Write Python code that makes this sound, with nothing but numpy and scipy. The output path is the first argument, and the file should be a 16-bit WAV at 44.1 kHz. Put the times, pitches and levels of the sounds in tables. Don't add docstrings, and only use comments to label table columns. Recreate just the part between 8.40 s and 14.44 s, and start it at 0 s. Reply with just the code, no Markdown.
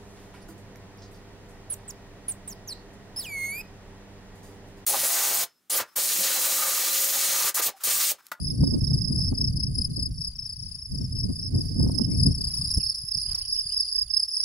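import sys
import numpy as np
from scipy import signal
from scipy.fft import rfft, irfft, next_fast_len
from scipy.io import wavfile
from scipy.ndimage import map_coordinates

SR = 44100
rng = np.random.default_rng(int(sys.argv[2]) if len(sys.argv) > 2 else 0)


def bounce(signal):
    frames = np.transpose(np.atleast_2d(signal))
    limited = np.clip(frames, -1, 1)
    pcm = np.round(limited * 32767).astype(np.int16)
    wavfile.write(sys.argv[1], SR, pcm)


N = 266540

# time_s, level_db
CHORUS_LEVEL = [(0.0, -42.5), (.8, -45), (1.9, -47.5), (3.2, -45.5), (4.35, -33.5), (4.65, -39), (5.1, -36),
                (5.55, -37.5), (5.68, -43), (6.04, -34.5)]


def amp(db):
    return 10 ** (np.asarray(db) / 20)


def unit(x):
    return x / np.sqrt(np.mean(x ** 2) + 1e-20)


def curves(rows):
    time_s, *columns = np.transpose(rows)
    return [np.interp(np.arange(N) / SR, time_s, column) for column in columns]


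def wobble(rate_hz):
    knots = rng.standard_normal(int(N * rate_hz / SR) + 4)
    return map_coordinates(knots, [np.arange(N) * rate_hz / SR])


def swell_at(middle_s, width_s):
    return np.exp(-.5 * ((np.arange(N) / SR - middle_s) / width_s) ** 2)


def filtered(x, response):
    size = next_fast_len(N + SR // 2)
    gain = response(np.fft.rfftfreq(size, 1 / SR))
    return irfft(rfft(x, size) * gain, size)[..., :N]


def noise(spectrum, alike):
    knot_hz, knot_db = np.transpose(spectrum)

    def response(hz):
        return amp(np.interp(np.log(hz + 1), np.log(knot_hz), knot_db))

    common, side = filtered(rng.standard_normal((2, N)), response)
    turn = np.arccos(np.clip(alike, -1, 1)) / 2
    return unit(np.cos(turn) * common + np.sin(turn) * np.array([side, -side]))


def add(track, start_s, sound):
    start = round(start_s * SR)
    lo, hi = max(start, 0), min(start + sound.shape[-1], N)
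    if hi > lo:
        track[..., lo:hi] += sound[..., lo - start:hi - start]


def scattered(x, wet_db, t60_s):
    t = np.arange(SR // 4) / SR
    tail = rng.standard_normal((2, len(t))) * amp(-60 * t / t60_s)
    paths = amp(wet_db) * tail / np.linalg.norm(tail[0])
    paths[:, 0] += 1
    return signal.fftconvolve(np.atleast_2d(x), paths, axes=1)


def stroke(pitch_hz, length_s, fall, sag):
    u = np.linspace(-1, 1, int(length_s * SR))
    hz = pitch_hz * (1 - fall * u - sag * u * u * (1 + u))
    phase = 2 * np.pi * np.cumsum(hz) / SR
    return phase, np.cos(np.pi * u / 2) ** 2


def upper_resonance(hz, centre_hz=10230, width_hz=260):
    return 1 / np.hypot(1, (hz - centre_hz) / width_hz)


def flutter(size, rate_hz=330):
    return map_coordinates(rng.standard_normal(32), [np.arange(size) * rate_hz / SR], mode="mirror")


def chirp(count, period_s, pitch_hz, octave_db, third_db, rasp_db, length_s=.026):
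    song = np.zeros((2, SR // 4))
    lead = rng.normal(0.73, 0.4) * np.array([[1], [-1]])
    file_band = signal.butter(2, [6200, 8800], "bandpass", fs=SR)
    for k in range(count):
        stroke_hz = pitch_hz * (1.0096 + rng.normal(0, 0.0046))
        phase, swell = stroke(stroke_hz, length_s, fall=0.0712, sag=0.048)
        hz = np.gradient(phase) * SR / (2 * np.pi)
        grip_db = 1.4 * flutter(len(phase))
        phase = phase + .3 * flutter(len(phase))
        tone = np.sin(phase + lead)
        octave_gain = amp(octave_db + grip_db) * upper_resonance(2 * hz, width_hz=190)
        octave = octave_gain * np.sin(2 * phase + lead)
        third = amp(octave_db + third_db) * np.sin(3 * phase + lead)
        scrape = signal.lfilter(*file_band, rng.standard_normal((2, len(phase))))
        rasp = amp(octave_db + rasp_db + 2 * grip_db) * scrape
        size = amp(-5 * (k == 0) + rng.normal(2.28, 1.0) + grip_db) * np.sqrt(2)
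        add(song, k * period_s, size * swell * (tone + octave + third + rasp))
    return song


def near_crickets():
    # first_stroke_middle_s, singer, strokes, level_db (nominal, louder side, before scattering)
    chirps = [(.018, "low", 4, -32.5), (.045, "middle", 3, -30.5), (.21, "low", 3, -34),
              (.247, "middle", 4, -29.5), (.414, "middle", 5, -26.5), (.514, "low", 3, -33),
              (.587, "middle", 4, -26.5), (.697, "low", 4, -30), (.779, "middle", 4, -28),
              (.787, "high", 4, -28), (.954, "low", 3, -32.5), (.98, "high", 4, -24),
              (.983, "middle", 3, -34.5), (1.171, "high", 4, -30.5), (1.172, "low", 3, -29),
              (1.356, "low", 4, -27.5), (1.567, "low", 4, -28), (1.785, "high", 3, -32.5),
              (1.815, "low", 3, -26.5), (1.96, "high", 4, -35), (2.068, "low", 3, -31),
              (2.166, "high", 4, -35), (2.29, "low", 3, -35.5), (2.358, "high", 4, -38),
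              (2.489, "middle", 4, -38), (2.521, "low", 3, -35), (2.584, "high", 3, -34.5),
              (2.729, "low", 3, -32.5), (2.773, "high", 3, -31), (2.932, "low", 3, -33.5),
              (3.0, "high", 3, -32.5), (3.02, "middle", 3, -36.5), (3.151, "low", 3, -30),
              (3.26, "middle", 3, -31.5), (3.35, "middle", 4, -32), (3.366, "low", 3, -31),
              (3.448, "high", 3, -36), (3.555, "middle", 4, -25), (3.686, "high", 4, -32.5),
              (3.803, "low", 3, -24), (3.884, "high", 3, -30), (3.983, "low", 4, -26.5),
              (4.11, "high", 3, -27.5), (4.188, "low", 3, -29.5), (4.278, "high", 4, -27),
              (4.406, "middle", 4, -21.5), (4.52, "high", 3, -31.5), (4.687, "middle", 4, -25.5),
              (4.748, "high", 3, -29.5), (4.835, "deep", 4, -30.5), (4.918, "high", 4, -29.5),
              (5.099, "low", 4, -26), (5.146, "high", 3, -29), (5.241, "deep", 4, -28.5),
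              (5.337, "middle", 4, -25.5), (5.345, "low", 3, -24.5), (5.454, "deep", 3, -34),
              (5.523, "middle", 4, -25), (5.53, "low", 4, -25), (5.71, "middle", 3, -21.5),
              (5.771, "low", 3, -24), (5.857, "middle", 4, -26), (5.941, "high", 4, -22.5)]
    singers = {"high": (5241.5, .0332, -20.5, 4, -2.5), "middle": (5113.5, .0315, -16.5, -14, -7),
               "low": (5038, .0315, -9.5, 5, -2), "deep": (4899, .028, -5, -3, -6.5)}
    turn_s, turn_length_s = 4.0, 0.52
    lift_s, lift_width_s, peak_lift_db = 4.46, 0.67, 17
    out = np.zeros((2, N))
    lift_db = peak_lift_db * swell_at(lift_s, lift_width_s)
    for s, singer, strokes, db in chirps:
        pitch_hz, period_s, octave_db, before_db, after_db = singers[singer]
        if singer == "high":
            octave_db = octave_db + lift_db[round(s * SR)]
        pan_db = np.interp(s, [turn_s, turn_s + turn_length_s], [before_db, after_db])
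        song = chirp(round(strokes), period_s, pitch_hz, octave_db, third_db=-30.5, rasp_db=-18.5)
        sides = amp([[min(pan_db, 0)], [min(-pan_db, 0)]])
        add(out, s - .013, amp(db) * sides * scattered(song, wet_db=-6.0, t60_s=0.05))
    return out


def far_crickets(count=11):
    octave_db = -5.5
    tones, octaves = np.zeros((2, N)), np.zeros((2, N))
    for pitch_hz in np.linspace(4620, 5300, count):
        period_s, repeat_s = rng.uniform(.029, .035), rng.uniform(.22, .34)
        for s in np.arange(-rng.uniform(0, repeat_s), N / SR, repeat_s):
            phase, swell = stroke(pitch_hz * rng.normal(1, 0.01034), length_s=0.0222, fall=0.0734, sag=0.057)
            phase = phase + rng.uniform(0, 2 * np.pi, (2, 1))
            tone_size, octave_size = amp(rng.normal(0, 4.8, (2, 2, 1)))
            tone = tone_size * swell * np.sin(phase)
            octave = octave_size * swell ** 2 * np.sin(2 * phase)
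            gaps_s = period_s * rng.normal(1, .04, size=4)
            for start_s in s + rng.normal(0, .02) + np.cumsum(gaps_s):
                add(tones, start_s, tone)
                add(octaves, start_s, octave)
    tones = filtered(tones, lambda hz: 1 / np.hypot(1, (hz - 5060) / 450))
    octaves = filtered(octaves, lambda hz: upper_resonance(hz, width_hz=660))
    tones = unit(scattered(tones, wet_db=-8.5, t60_s=0.041)[:, :N])
    octaves = unit(scattered(octaves, wet_db=-3.5, t60_s=0.034)[:, :N])
    return amp(curves(CHORUS_LEVEL)[0]) * (tones + amp(octave_db) * octaves)


def wind():
    # time_s, strength_db
    breeze = [(0.0, -29.5), (.4, -27), (1.1, -29.5), (1.7, -33), (1.93, -47.5), (2.47, -50), (2.52, -29.5),
              (2.74, -34.5), (3.05, -33.5), (3.45, -27.5), (3.9, -26), (3.96, -33.5), (4.38, -39),
              (4.55, -56.5), (5.2, -58), (5.48, -83), (6.04, -88)]
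    # middle_s, width_s, rise_db
    gusts = [(0.222, 0.021, 8.5), (0.336, 0.026, 4.5), (0.773, .03, 2.5), (0.928, 0.024, 3),
             (1.585, 0.016, 4.5), (2.246, 0.032, 9), (2.868, 0.052, 6), (3.161, 0.03, 8),
             (3.423, 0.043, 5.5), (3.872, 0.018, 4.5), (4.223, 0.02, 0.5), (4.38, 0.0099, 11),
             (4.766, 0.021, 16.5), (4.89, 0.044, 16), (5.643, 0.078, 27.5)]
    # frequency_hz, density_db (relative)
    buffet_spectrum = [(18, -16), (35, -1), (70, 3), (130, 5.5), (190, -2.5), (260, -15.5), (400, -35.5),
                       (700, -96)]
    # frequency_hz, density_db (relative)
    eddy_spectrum = [(90, -56), (170, 1.5), (260, 4), (400, -12.5), (650, -26.5), (1200, -43.5),
                     (2500, -81), (5000, -100)]
    # time_s, envelope_peak_db
    slap_peaks = [(0.234, -28.5), (0.517, -40), (0.79, -37.5), (0.925, -32.5), (3.399, -33), (3.462, -34),
                  (3.493, -28), (3.594, -30), (3.864, -44)]
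    steady_db = -29.5
    eddy_db, eddy_growth = -38.5, 2
    sway_db, sway_growth = -37.5, 0.41
    body_hz, body_growth = 137, 0.15

    strength_db = curves(breeze)[0] + sum(db * swell_at(s, width_s) for s, width_s, db in gusts)
    excess_db = strength_db - steady_db

    sway_noise = noise([(12, -9), (25, -4), (65, -1), (120, -12), (300, -95)], alike=0.88)
    sway = amp(sway_db + sway_growth * excess_db + 2 * wobble(14)) * sway_noise

    push = noise(buffet_spectrum, alike=0.79)
    deep = filtered(push, lambda hz: 1 / (1 + (hz / body_hz) ** 4))
    body = deep + amp(body_growth * excess_db) * (push - deep)
    buffet = amp(strength_db + 2.56 * wobble(25)) * body

    eddy_level_db = eddy_db + eddy_growth * excess_db + 4.3 * wobble(55)
    eddies = amp(eddy_level_db) * noise(eddy_spectrum, alike=-0.42)

    t = np.arange(N) / SR
    slap_envelope = sum(amp(db) * np.exp(-np.abs(t - s - .004) / 0.0029) for s, db in slap_peaks)
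    slap_noise = noise([(100, -19), (280, 6.5), (800, -1), (1400, -21), (3000, -69)], alike=-0.2)
    return sway + buffet + eddies + slap_envelope * slap_noise


def meadow_hiss():
    # frequency_hz, density_db (relative)
    hiss_spectrum = [(30, 6), (120, -28), (300, -1.5), (600, -11), (1200, -5.5), (3000, -6.5), (4200, -5.5),
                     (6000, 3.5), (6800, 1), (7800, -7.5), (11000, 1), (13000, -21), (15500, -6)]
    level_db = -60.5 + 0.21 * (curves(CHORUS_LEVEL)[0] + 46.5) + 1.8 * wobble(12)
    return amp(level_db) * noise(hiss_spectrum, alike=0.039)


def whistle(length_s, first_hz, middle_hz, last_hz):
    u = np.linspace(0, 1, int(length_s * SR))
    bend = np.polyfit([0, .5, 1], [first_hz, middle_hz, last_hz], 2)
    phase = 2 * np.pi * np.cumsum(np.polyval(bend, u)) / SR
    return np.sqrt(2) * np.abs(np.sin(np.pi * u)) ** 0.65 * np.sin(phase)


def birds(count=9):
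    # start_s, shape, middle_pitch_hz, level_db (before echoes and side gains)
    whistles = [(.08, "pip", 3570, -64), (.073, "dip", 2290, -67), (.235, "pip", 3860, -61),
                (.335, "dip", 2320, -70), (0.468, "pip", 3870, -58.5), (.499, "pip", 3900, -64),
                (.582, "dip", 2180, -69), (.728, "rise", 2230, -76.5), (2.755, "fall", 2950, -65),
                (3.625, "pip", 3050, -61), (3.7, "rise", 2280, -61), (4.28, "rise", 4060, -54),
                (4.395, "fall", 2720, -53), (4.852, "arch", 3160, -59.5), (5.002, "arch", 3090, -56),
                (5.122, "fall", 1676, -68), (5.148, "arch", 3130, -55.5), (5.27, "fall", 1700, -68),
                (5.291, "arch", 3120, -56)]
    notes = {"pip": (0.033, 0.95, 1), "dip": (0.0347, 1.18, .97), "fall": (.031, 1.08, 0.82),
             "rise": (.06, .94, 1.22), "arch": (.062, 0.63, .76)}
    run_s, run_period_s, run_db = 5.04, .1045, -63
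    song = np.zeros(N)
    for s, shape, hz, db in whistles:
        length_s, first_ratio, last_ratio = notes[shape]
        add(song, s, amp(db) * whistle(length_s, first_ratio * hz, hz, last_ratio * hz))
    for k in range(count):
        add(song, run_s + k * run_period_s, amp(run_db) * whistle(0.026, 3760, 3250, 2550))
    return scattered(song, wet_db=-4, t60_s=.2)[:, :N] * amp([[-4.5], [-.5]])


def grass():
    # middle_s, width_s, level_db, crispness (0-1)
    swishes = [(4.164, 0.13, -53, 1), (4.942, 0.053, -54, 0)]
    # frequency_hz, density_db (relative)
    blade_spectrum = [(300, -15), (1000, 0.5), (2000, -4.5), (4000, -2), (8000, 2.5), (12000, 1.5),
                      (15500, -8)]
    out = np.zeros((2, N))
    for s, width_s, db, crisp in swishes:
        rub = unit(amp(2.5 * wobble(160)) * noise(blade_spectrum, alike=0.23))
        dull = filtered(rub, lambda hz: 1 / np.hypot(1, hz / 2500))
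        out += amp(db) * swell_at(s, width_s) * unit(crisp * rub + (1 - crisp) * dull)
    return out


def knock():
    start_s, pitch_hz, level_db, t60_s = 4.21, 1150, -46, .035
    t = np.arange(SR // 10) / SR
    envelope = amp(level_db - 60 * t / t60_s) * (1 - np.exp(-t / 0.0016))
    out = np.zeros(N)
    add(out, start_s, envelope * np.sin(2 * np.pi * pitch_hz * t))
    return out


def bumps(width_cycles=0.34):
    # middle_s, pitch_hz, peak_db
    thuds = [(4.376, 61, -15), (4.641, 107, -33), (4.774, 115, -35), (4.939, 113, -34.5), (5.157, 110, -46),
             (5.259, 103, -39)]
    t = np.arange(N) / SR
    out = np.zeros(N)
    for s, hz, db in thuds:
        out += amp(db) * swell_at(s, width_cycles / hz) * np.cos(2 * np.pi * hz * (t - s))
    return out


def scene():
    crickets = near_crickets() + far_crickets()
    air_and_thuds = wind() + bumps() + meadow_hiss()
    return crickets + air_and_thuds + birds() + grass() + knock()


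def record(dry):
    top_hz = 15850
    return filtered(dry, lambda hz: hz < top_hz)


dry = scene()
out = record(dry)
bounce(out)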